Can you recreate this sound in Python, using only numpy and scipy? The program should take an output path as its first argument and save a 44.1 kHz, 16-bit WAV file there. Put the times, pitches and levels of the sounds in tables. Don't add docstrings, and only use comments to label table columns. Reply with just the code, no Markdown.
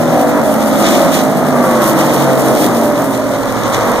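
import sys
import numpy as np
from scipy.fft import rfft, irfft, next_fast_len
from scipy.io import wavfile
from scipy.ndimage import uniform_filter1d, map_coordinates

SR = 44100
rng = np.random.default_rng(int(sys.argv[2]) if len(sys.argv) > 2 else 0)


def generate_wav(signal):
    frames = np.transpose(np.atleast_2d(signal))
    scaled = np.clip(frames, -1, 1) * 32767
    pcm = np.round(scaled).astype(np.int16)
    wavfile.write(sys.argv[1], SR, pcm)


N = 176400

# time in seconds, then bass, middle and upper relative levels in dB.
ROAR_LEVELS = [(0, -17.5, -13, -22.5), (.9, -15, -13, -19.5), (1.3, -18, -15, -21.5),
               (1.8, -16.5, -16, -16.5), (2.6, -15, -14, -21.5), (3.2, -20, -16.5, -22.5),
               (3.55, -19.5, -18, -20.5), (3.85, -22.5, -14.5, -16.5)]
# time in seconds, left minus right in dB.
ROAR_PAN = [(0, -1.5), (1.2, -4), (2.7, -1), (3.2, -5.5), (4, -11.5)]
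# time in seconds, level in dB.
THRUM_LEVELS = [(0, -31), (.1, -28), (.25, -46), (.65, -46), (.9, -29), (1.45, -28), (1.7, -42), (2.8, -46)]
DRONE_LEVELS = [(2.9, -44), (3.3, -35), (3.65, -31.5)]
# frequency in Hz, relative level in dB.
BASS_SPECTRUM = [(25, -38), (38, -19.5), (92, -16), (128, -11.5), (170, -8.5), (240, 1.5), (380, -8),
                 (800, -58)]
MIDDLE_SPECTRUM = [(260, -66), (440, -7.5), (610, 0), (760, -6.5), (900, -15), (1500, -57)]
UPPER_SPECTRUM = [(600, -21), (900, -2), (1250, -1), (1550, -9.5), (1950, -9.5), (2500, -22.5), (4000, -46)]
THRUM_SPECTRUM = [(105, -28), (135, 0.5), (175, 0.5), (215, -37.5)]
DRONE_SPECTRUM = [(92, -11), (116, 8), (132, -9), (190, -65)]
HISS_SPECTRUM = [(1200, -55), (2600, 3), (3650, -1.5), (5000, -.5), (11000, 2), (15000, 0.5)]
RASP_SPECTRUM = [(1200, -4), (2000, 8), (2750, 1), (3600, 6.5), (4800, -1), (6300, 3.5), (15000, -20)]
# frequency in Hz, correlation coefficient.
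CORRELATION = [(90, 0.5), (250, 0.64), (1300, 0.97), (1900, 0.42), (2650, 1), (3150, 0.58), (3650, 1),
               (4400, 0.58), (8500, 0.47), (14000, 0.92)]
# peak time in seconds, width in seconds, hiss in dB, rasp in dB.
RUSH_SWELLS = [(.18, .07, -29, -34), (.54, .05, -25, -45), (.67, .06, -25, -32), (.89, .1, -20, -19.5),
               (1.03, .03, -24, -28), (1.15, .06, -22, -25), (1.71, .06, -23.5, -34), (1.86, .06, -21, -28),
               (2.02, .05, -26, -24), (2.2, .07, -22, -27), (2.46, .09, -24.5, -36),
               (2.62, .06, -19.5, -25), (2.8, .07, -25, -34), (3, .06, -27, -45), (3.82, .25, -39, -26.5)]
# frequency in Hz, harmonic level in dB.
EXHAUST_SPECTRUM = [(100, -50), (150, -40), (240, -33), (400, -37), (580, -31), (800, -36), (1200, -37),
                    (2600, -54)]
# passing time in seconds, cycle rate then in Hz, fractional slowing per second
# (negative on the throttle), fractional Doppler swing, half-length of the pass in seconds.
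NEAR_CARS = [(.2, 58.4, .24, .022, .12), (.35, 49, .16, .01, .22), (1.02, 46.2, .12, .012, .25),
             (1.03, 42.8, .14, .012, .14), (1.68, 47.7, .1, .062, .25), (1.97, 53.05, .127, .031, .22),
             (2.1, 48, .17, .025, .15), (2.38, 46.5, .15, .025, .22), (2.8, 46.35, .16, .015, .2),
             (3.02, 45.95, .19, .025, .1), (3.85, 46.6, -.14, 0, .2)]
# multiple of the cycle rate, peak time in seconds,
# width in seconds, level in dB.
EXHAUST_HOWLS = [
    [(13, .2, .14, -17.5), (5, .23, .12, -20)],
    [(13, .38, .28, -21.5), (10, .24, .12, -21)],
    [(13, 1.02, .12, -15.5), (26, .85, .18, -27)],
    [(13, 1.04, .1, -14.5), (8, .98, .2, -23), (5, 1.27, .2, -25)],
    [(5, 1.62, .27, -18), (11, 1.7, .12, -17.5), (13, 1.78, .11, -16.5), (13, 1.47, .14, -24),
     (24, 1.7, .33, -22.5)],
    [(6, 1.97, .29, -18), (24, 1.9, .25, -28)],
    [(3, 2.2, .36, -23), (5, 2.1, .16, -21)],
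    [(11, 2.33, .18, -19.5), (13, 2.52, .15, -19.5), (24, 2.48, .12, -27)],
    [(13, 2.82, .22, -16.5), (13, 2.4, .1, -22), (5, 2.77, .25, -20)],
    [(6, 3.08, .24, -19.5), (6, 2.6, .17, -22.5)],
    [(24, 3.8, .2, -26), (14, 3.85, .18, -24)],
]


def amp(db):
    return 10 ** (np.asarray(db) / 20)


def unit_rms(x):
    return x / np.sqrt(np.mean(x ** 2) + 1e-20)


def at_frequency(points, hz):
    frequencies, values = np.transpose(points)
    return np.interp(np.log(hz + 1), np.log(frequencies + 1), values)


def curves(rows):
    times, *columns = np.transpose(rows)
    return [np.interp(np.arange(N) / SR, times, column) for column in columns]


def wobble(rate):
    times = np.linspace(0, N / SR, 1000)
    spline = map_coordinates(rng.standard_normal(400), [times * rate], mode='wrap')
    return np.interp(np.arange(N) / SR, times, spline)


def filtered(x, response):
    size = next_fast_len(N + SR // 8)
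    return irfft(rfft(x, size) * response(np.fft.rfftfreq(size, 1 / SR)), size)[..., :N]


def spread(pair, spectrum):
    def response(hz):
        angle = np.arccos(np.clip(at_frequency(CORRELATION, hz), -1, 1)) / 2
        return amp(at_frequency(spectrum, hz)) * [np.cos(angle), np.sin(angle)]
    mid, side = filtered(pair, response)
    return unit_rms(np.array([mid + side, mid - side]))


def pan(db):
    return np.array([amp(db / 2), amp(-db / 2)]).reshape(2, -1)


def harmonics(cycles, gains, size=4096):
    period = irfft(gains * np.exp(2j * np.pi * rng.random(len(gains))), size) * size / np.sqrt(2)
    return np.interp(cycles % 1 * size, np.arange(size + 1), np.append(period, period[0]))


def distant_engines(count=13, glide_per_s=.22, throttle_s=3.6, half_length_s=.3, turbulence_db=2):
    t, engines = np.arange(N) / SR, np.zeros(N)
    for when in np.linspace(0, N / SR, count):
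        glide = glide_per_s * np.sign(when - throttle_s)
        hz = rng.uniform(41, 55) * np.exp(glide * (t - when) + .00402 * wobble(12))
        gains = rng.rayleigh(size=70) * (np.arange(70) > 2)
        engines += harmonics(np.cumsum(hz) / SR, gains) / (1 + ((t - when) / half_length_s) ** 2)
    return unit_rms(engines) + amp(turbulence_db) * rng.standard_normal(N)


def field_roar(bass_trim_db=-.5, middle_trim_db=-2, upper_trim_db=-2.5):
    engines = np.array([distant_engines(), distant_engines()])
    bass_db, middle_db, upper_db = curves(ROAR_LEVELS)
    bass = amp(bass_db + bass_trim_db) * spread(engines, BASS_SPECTRUM)
    middle = amp(middle_db + middle_trim_db) * spread(engines, MIDDLE_SPECTRUM)
    upper = amp(upper_db + upper_trim_db) * spread(engines, UPPER_SPECTRUM)
    drone = amp(curves(DRONE_LEVELS)[0]) * spread(engines, DRONE_SPECTRUM)
    thrum = amp(curves(THRUM_LEVELS)[0]) * spread(engines, THRUM_SPECTRUM)
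    return (bass + drone + thrum) * pan(curves(ROAR_PAN)[0]) + middle + upper


def passing_rush(burst_power, burst_share=.16, hiss_floor_db=-30.5, rasp_floor_db=-33, flutter_db=2.2):
    t = np.arange(N) / SR
    hiss_power, rasp_power = amp(hiss_floor_db) ** 2, amp(rasp_floor_db) ** 2
    for when, width, hiss_db, rasp_db in RUSH_SWELLS:
        swell = (1 + ((t - when) / width) ** 2) ** -1.7
        hiss_power += swell * amp(hiss_db) ** 2
        rasp_power += swell * amp(rasp_db) ** 2
    mean_power = np.abs(uniform_filter1d(burst_power, size=SR // 8)) + 1e-9
    chop = np.sqrt(1 - burst_share + burst_share * burst_power / mean_power)

    def noise(power, spectrum):
        envelope = np.sqrt(power) * amp(flutter_db * wobble(35))
        return envelope * spread(chop * rng.standard_normal((2, N)), spectrum)
    return noise(hiss_power, HISS_SPECTRUM) + noise(rasp_power, RASP_SPECTRUM)


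def exhaust_howl(cycles, order, when, width, db, flutter_db=.7):
    t = np.arange(N) / SR
    swell = (1 + ((t - when) / width) ** 2) ** -1.5
    rms = swell * amp(db + flutter_db * wobble(13))
    pan_db = -1.4 * (5 / order) ** 2
    return pan(pan_db) * rms * np.sqrt(2) * np.sin(2 * np.pi * order * cycles)


def exhaust_bursts(cycles, hz, decay_s=.00086, scatter_db=8):
    age_s = (cycles % 1) / hz
    return np.exp(-age_s / decay_s) * amp(scatter_db * np.tanh(wobble(45)))


def near_car(when, cycle_hz, slowing, doppler, half_length, howls,
             doppler_s=.25, scatter_db=2, flutter_db=2, leaving_pan_db=-4.5):
    elapsed = np.arange(N) / SR - when
    recession = elapsed / np.hypot(elapsed, doppler_s)
    speed_drift = .0015 * wobble(14)
    hz = cycle_hz * np.exp(-slowing * elapsed - doppler * recession + speed_drift)
    cycles = np.cumsum(hz) / SR + rng.random() + .003 * wobble(70)
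    nearness = (1 + (elapsed / half_length) ** 2) ** -.94
    orders = np.arange(56)
    levels_db = at_frequency(EXHAUST_SPECTRUM, orders * cycle_hz)
    gains = amp(levels_db + scatter_db * rng.standard_normal(len(orders))) * (orders > 2)
    gains[[order for order, *_ in howls]] = 0
    note = nearness * amp(flutter_db * wobble(16)) * harmonics(cycles, gains)
    note = note + sum(exhaust_howl(cycles, *howl) for howl in howls)
    left_to_right = pan(leaving_pan_db * np.tanh(elapsed / half_length))
    return note * left_to_right, (exhaust_bursts(cycles, hz) * nearness) ** 2


def scene():
    cars = [near_car(*car, howls) for car, howls in zip(NEAR_CARS, EXHAUST_HOWLS)]
    notes, burst_powers = zip(*cars)
    return field_roar() + passing_rush(sum(burst_powers)) + sum(notes)


def record(dry):
    lag_from_hz, full_turn_hz, ceiling, top_hz = 1340, 2545, 2.1, 15560

    def ports(hz):
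        lag = 2 * np.pi * np.maximum(hz - lag_from_hz, 0) / full_turn_hz
        return np.exp(.5j * np.array([-lag, lag]))
    pressure = filtered(dry, ports)
    saturated = pressure / (1 + np.abs(pressure / ceiling) ** 8) ** (1 / 8)
    return filtered(saturated, lambda hz: hz < top_hz)


dry = scene()
out = record(dry)
generate_wav(out)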